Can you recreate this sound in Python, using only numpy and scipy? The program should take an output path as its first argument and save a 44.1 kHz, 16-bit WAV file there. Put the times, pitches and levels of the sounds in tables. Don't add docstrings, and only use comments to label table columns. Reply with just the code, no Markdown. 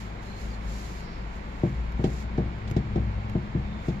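import sys
import numpy as np
from scipy import signal
from scipy.io import wavfile

SR = 44100
rng = np.random.default_rng(int(sys.argv[2]) if len(sys.argv) > 2 else 0)


def dump_mix(stems):
    frames = np.atleast_2d(stems).T
    limited = np.clip(frames, -1, 1)
    pcm = np.round(limited * 32767).astype(np.int16)
    wavfile.write(sys.argv[1], SR, pcm)


N = 176400
TIME = np.arange(N) / SR
SIDES = np.array([[1], [-1]])


def from_db(db):
    return 10 ** (np.asarray(db) / 20)


def unit_rms(x):
    return x / np.sqrt(np.mean(x ** 2) + 1e-20)


def in_time(rows):
    time_s, *columns = np.transpose(rows)
    return [np.interp(TIME, time_s, column) for column in columns]


def at_hz(rows, hz):
    freq_hz, *columns = np.transpose(rows)
    return [np.interp(np.log(hz), np.log(freq_hz), column) for column in columns]


def delay(x, lag_s):
    return np.interp(np.arange(N) - np.round(lag_s * SR), np.arange(N), x)


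def drift(rate_hz):
    step = 20
    pole = np.exp(-2 * np.pi * step * rate_hz / SR)
    white = rng.standard_normal(2 * N // step)
    slow = signal.lfilter([1], [1, -2 * pole, pole * pole], white)[N // step:]
    return np.interp(np.arange(N) / step, np.arange(len(slow)), unit_rms(slow))


def bursts(rows, attack_s, t60_s):
    envelope = np.zeros(N)
    for start_s, level_db in rows:
        rise = np.clip((TIME - start_s) / attack_s, 0, 1)
        decay = np.clip((TIME - start_s - attack_s) / t60_s, 0, 2)
        envelope += rise * from_db(level_db - 60 * decay) * (decay < 2)
    return envelope


def tone(hz):
    return np.sqrt(2) * np.sin(2 * np.pi * np.cumsum(hz) / SR)


def narrow_noise(hz, width_hz):
    phase = 2 * np.pi * np.cumsum(hz * np.ones(N)) / SR
    return np.array([drift(width_hz) * np.sin(phase) + drift(width_hz) * np.cos(phase) for _ in SIDES])


# freq_hz, left_minus_right_db, coherence
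MIC_PAIR = [(60, 2.5, 0.98), (150, 1.5, 0.97), (350, 2.5, 1), (700, 3.5, 0.31), (1250, 1.5, 0.46),
            (2080, -9, 0.079), (4560, -0.5, 0.031), (7540, -4.5, 0.095), (12000, 4, 0.29)]
RIGHT_LAG_S = 0.00042


def at_mics(x, hz, lag_s=RIGHT_LAG_S):
    balance_db, _ = at_hz(MIC_PAIR, hz)
    return np.array([x, delay(x, lag_s)]) * from_db(SIDES * balance_db / 2)


def noise(spectrum):
    edges_hz = 18 * 2 ** (np.arange(40) / 4)
    white = rng.standard_normal((2, 2, N))
    out = np.zeros((2, N))
    for k, (low, high) in enumerate(zip(edges_hz, edges_hz[1:])):
        if high < spectrum[0][0] or low > spectrum[-1][0]:
            continue
        hz = np.sqrt(low * high)
        bandpass = signal.butter(3, [low, high], "band", fs=SR, output="sos")
        mid, side = signal.sosfilt(bandpass, white[k % 2])
        balance_db, coherence = at_hz(MIC_PAIR, hz)
        band = np.sqrt(1 + coherence) * mid + np.sqrt(1 - coherence) * side * SIDES
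        out += from_db(at_hz(spectrum, hz)[0] + SIDES * balance_db / 2) * band
    return unit_rms(np.array([out[0], delay(out[1], RIGHT_LAG_S)]))


# start_s, gain_db, direction, hardness_db_per_octave, rattle_db, pitch_ratio, t60_ratio
KNOCKS = [(1.634, 1.5, -1, -1.4, -32, 0.97, 1.06), (1.9923, -5.5, 1, -1.5, -34, 0.99, 0.71),
          (2.0404, 2, 1, 1, -30.5, 1.026, 0.84), (2.38, 0, -1, -1, -32, 0.99, 1.2),
          (2.7099, -10, -1, -3.5, -45, 0.92, 0.77), (2.7641, -1.5, 1, -3.5, -33.5, 1.03, 1.04),
          (2.9585, -3.5, -1, -1.8, -31, .98, 1.24), (3.352, -2, 1, -0.7, -37, 1.006, .95),
          (3.5495, -3.5, -1, -5, -40, .99, 0.94), (3.8824, -1.5, 1, -1.5, -40, 1, 0.9)]
# pitch_hz, level_db, t60_s, polarity
COLUMN_MODES = [(64.3, -31, 0.54, -1), (116.7, -24.5, 0.3, 1), (137.3, -25, 0.42, 1), (172, -20, 0.14, -1),
                (191.4, -29, 0.52, 1), (210.7, -21, 0.11, -1), (246, -30.5, 0.27, -1),
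                (301.7, -37.5, 0.49, 1), (346.7, -20.5, 0.087, 1), (352, -39.5, 0.53, 1),
                (453.6, -29.5, 0.11, -1), (539, -46, 0.35, -1), (619, -33, 0.11, -1),
                (696, -34.5, 0.049, 1), (755, -35, 0.053, -1)]


def column_knocks():
    out = np.zeros((2, N))
    scatter_db = rng.standard_normal((len(KNOCKS), len(COLUMN_MODES)))
    age_s = TIME[:SR]
    pivot_hz = 221
    for k, (hz, mode_db, t60_s, polarity) in enumerate(COLUMN_MODES):
        mode = np.zeros(N + SR)
        for knock, loss_db in zip(KNOCKS, scatter_db[:, k]):
            start_s, gain_db, direction, hardness, _, pitch_ratio, t60_ratio = knock
            level_db = mode_db + gain_db + hardness * np.log2(hz / pivot_hz) - loss_db
            fade = from_db(level_db - 60 * age_s / (t60_s * t60_ratio))
            ring = np.sin(2 * np.pi * hz * pitch_ratio * age_s)
            start = int(start_s * SR)
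            mode[start:start + SR] += direction * polarity * fade * ring
        out += at_mics(mode[:N], hz, lag_s=0.00019)
    return out


# freq_hz, relative_density_db
RATTLE_SPECTRUM = [(120, -6.5), (250, -11), (420, 2), (560, -9), (760, -5), (1050, -21.5), (1600, -21.5),
                   (4000, -46)]


def rattle():
    lead_s = 0.0015
    shakes = [(start_s - lead_s, rattle_db) for start_s, _, _, _, rattle_db, _, _ in KNOCKS]
    return bursts(shakes, attack_s=0.002, t60_s=0.23) * noise(RATTLE_SPECTRUM)


# start_s, level_db
SNAPS = [(2.0395, -38.5), (2.3745, -51), (2.675, -47), (2.7635, -43), (2.957, -50.5), (3.8825, -46)]
# freq_hz, relative_density_db
SNAP_SPECTRUM = [(900, -2), (2000, 2.5), (3600, 8), (5500, 1), (7400, -8), (8800, -19), (11500, -23),
                 (15000, -34)]


def joint_snaps():
    return bursts(SNAPS, attack_s=0.0025, t60_s=0.096) * noise(SNAP_SPECTRUM)


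# start_s, level_db
TICKS = [(1.9205, -43), (2.5844, -50), (2.7005, -43), (2.7118, -34), (3.2964, -40)]
# freq_hz, relative_density_db
TICK_SPECTRUM = [(500, 11), (2000, 14), (4000, -0.5), (7300, -3.5), (9000, -25), (12000, -5.5),
                 (15000, -16)]


def trim_ticks():
    clicks = bursts(TICKS, attack_s=0.0005, t60_s=0.014)
    tails = from_db(-15.5) * bursts(TICKS, attack_s=0.0005, t60_s=0.08)
    return (clicks + tails) * noise(TICK_SPECTRUM)


# time_s, level_db
SLIDE_LEVEL = [(0, -53), (.12, -67), (.21, -70), (.23, -58), (.34, -63), (.4, -53.5), (.54, -60),
               (.59, -67), (.7, -53.5), (.8, -51.5), (1, -56.5), (1.08, -70), (1.3, -70), (1.36, -61),
               (1.42, -71.5), (1.68, -62.5), (1.95, -75), (2.07, -58.5), (2.14, -55), (2.23, -55),
               (2.27, -78), (3.75, -76), (3.87, -59), (4, -74)]
# freq_hz, relative_density_db
SLIDE_SPECTRUM = [(1000, -24.5), (2500, -0.5), (4200, 6), (6000, 4), (7200, 1.5), (8700, -19), (11500, 3.5),
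                  (13500, -38.5)]


def hand_slide():
    level_db, = in_time(SLIDE_LEVEL)
    grain_db = drift(rate_hz=120)
    return from_db(level_db + grain_db) * noise(SLIDE_SPECTRUM)


# start_s, length_s, start_hz, end_hz, gain_db, width_hz
SQUEAKS = [(.21, .27, 4100, 4300, -1.5, 150), (.485, .07, 4800, 4500, -2, 130),
           (.53, .03, 4300, 4150, 5, 60), (.88, .4, 4300, 4700, -1, 900), (1.0, .2, 5400, 5500, -9.5, 170),
           (3.61, .27, 3630, 3570, -4, 140)]


def skin_squeaks():
    base_db = -55.5
    out = np.zeros((2, N))
    for start_s, length_s, start_hz, end_hz, gain_db, width_hz in SQUEAKS:
        progress = np.clip((TIME - start_s) / length_s, 0, 1)
        pitch_hz = start_hz + (end_hz - start_hz) * progress
        out += from_db(base_db + gain_db) * np.sin(np.pi * progress) * narrow_noise(pitch_hz, width_hz)
    return out


# time_s, fundamental_db, octave_db
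HUM_LEVELS = [(0, -48.5, -45.5), (.7, -47, -52.5), (1.55, -64, -58), (1.9, -51, -50.5), (2.3, -51, -53),
              (2.6, -41, -47), (2.85, -39.5, -42.5), (3.15, -34, -41), (3.5, -46, -44.5), (3.8, -44, -41),
              (4, -56, -45.5)]


def steering_hum():
    centre_hz, flutter_db = 106.9, 2.4
    fundamental_db, octave_db = in_time(HUM_LEVELS)
    pitch_hz = centre_hz * (1 + 0.022 * drift(rate_hz=6.14))
    fundamental = from_db(fundamental_db + flutter_db * drift(rate_hz=15)) * tone(pitch_hz)
    octave = from_db(octave_db + flutter_db * drift(rate_hz=5.3)) * tone(2 * pitch_hz)
    return at_mics(fundamental + octave, centre_hz)


# time_s, level_db
BOOM_LEVEL = [(0, -40.5), (.08, -39), (.17, -43.5), (.37, -44), (.47, -34.5), (.57, -37.5), (.7, -33),
              (1.04, -41.5), (1.3, -39.5), (1.6, -43), (1.8, -30.5), (2.15, -34.5), (2.45, -36),
              (2.85, -39), (3, -30.5), (3.3, -37.5), (3.48, -57), (3.62, -36.5), (4, -44)]
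# time_s, pitch_hz
BOOM_PITCH = [(1.4, 53.97), (2.1, 59.52)]


def cabin_boom():
    level_db, = in_time(BOOM_LEVEL)
    pitch_hz, = in_time(BOOM_PITCH)
    flutter_db = 1.6 * drift(rate_hz=17)
    waver = 1 + 0.025 * drift(rate_hz=9.2)
    return at_mics(from_db(level_db + flutter_db) * tone(pitch_hz * waver), pitch_hz.mean())


# freq_hz, relative_density_db
FAN_SPECTRUM = [(150, -1), (205, 6), (255, -5.5), (335, -1), (430, -4), (680, -5.5), (900, -4), (1400, -9),
                (2100, -12.5), (2750, -18), (4300, -23), (5800, -33), (7100, -37), (8500, -62.5),
                (11300, -42), (13300, -60), (16000, -72.5)]


def fan():
    hiss_db, duct_db, duct_hz = -42.5, -60.5, 2233
    balance_db, _ = at_hz(MIC_PAIR, duct_hz)
    duct = from_db(duct_db + SIDES * balance_db / 2) * narrow_noise(duct_hz, width_hz=210)
    return from_db(hiss_db) * noise(FAN_SPECTRUM) + duct


# time_s, level_db
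RUMBLE_LEVEL = [(0, -40.5), (1.55, -40), (1.8, -38), (3.2, -38), (4, -38)]
# freq_hz, relative_density_db
RUMBLE_SPECTRUM = [(18, -19.5), (26, 9), (40, 3.5), (58, 3), (82, -0.5), (110, -1), (150, -2), (200, -2.5),
                   (280, -19), (600, -40.5)]


def cabin_rumble():
    level_db, = in_time(RUMBLE_LEVEL)
    return from_db(level_db) * noise(RUMBLE_SPECTRUM)


def scene():
    impacts = column_knocks() + rattle() + joint_snaps() + trim_ticks()
    hand = hand_slide() + skin_squeaks()
    return impacts + hand + steering_hum() + cabin_boom() + fan() + cabin_rumble()


# centre_hz, width_hz, gain_db
PORT_RINGS = [(7030, 360, -0.5), (9930, 520, -10.5)]


def record(dry):
    rings = sum(from_db(gain_db) * signal.lfilter(*signal.iirpeak(hz, hz / width_hz, fs=SR), dry)
                for hz, width_hz, gain_db in PORT_RINGS)
    stop_db, stop_hz = 60, 15200
    lowpass = signal.cheby2(14, stop_db, stop_hz, fs=SR, output="sos")
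    return signal.sosfilt(lowpass, dry + rings)


dry = scene()
out = record(dry)
dump_mix(out)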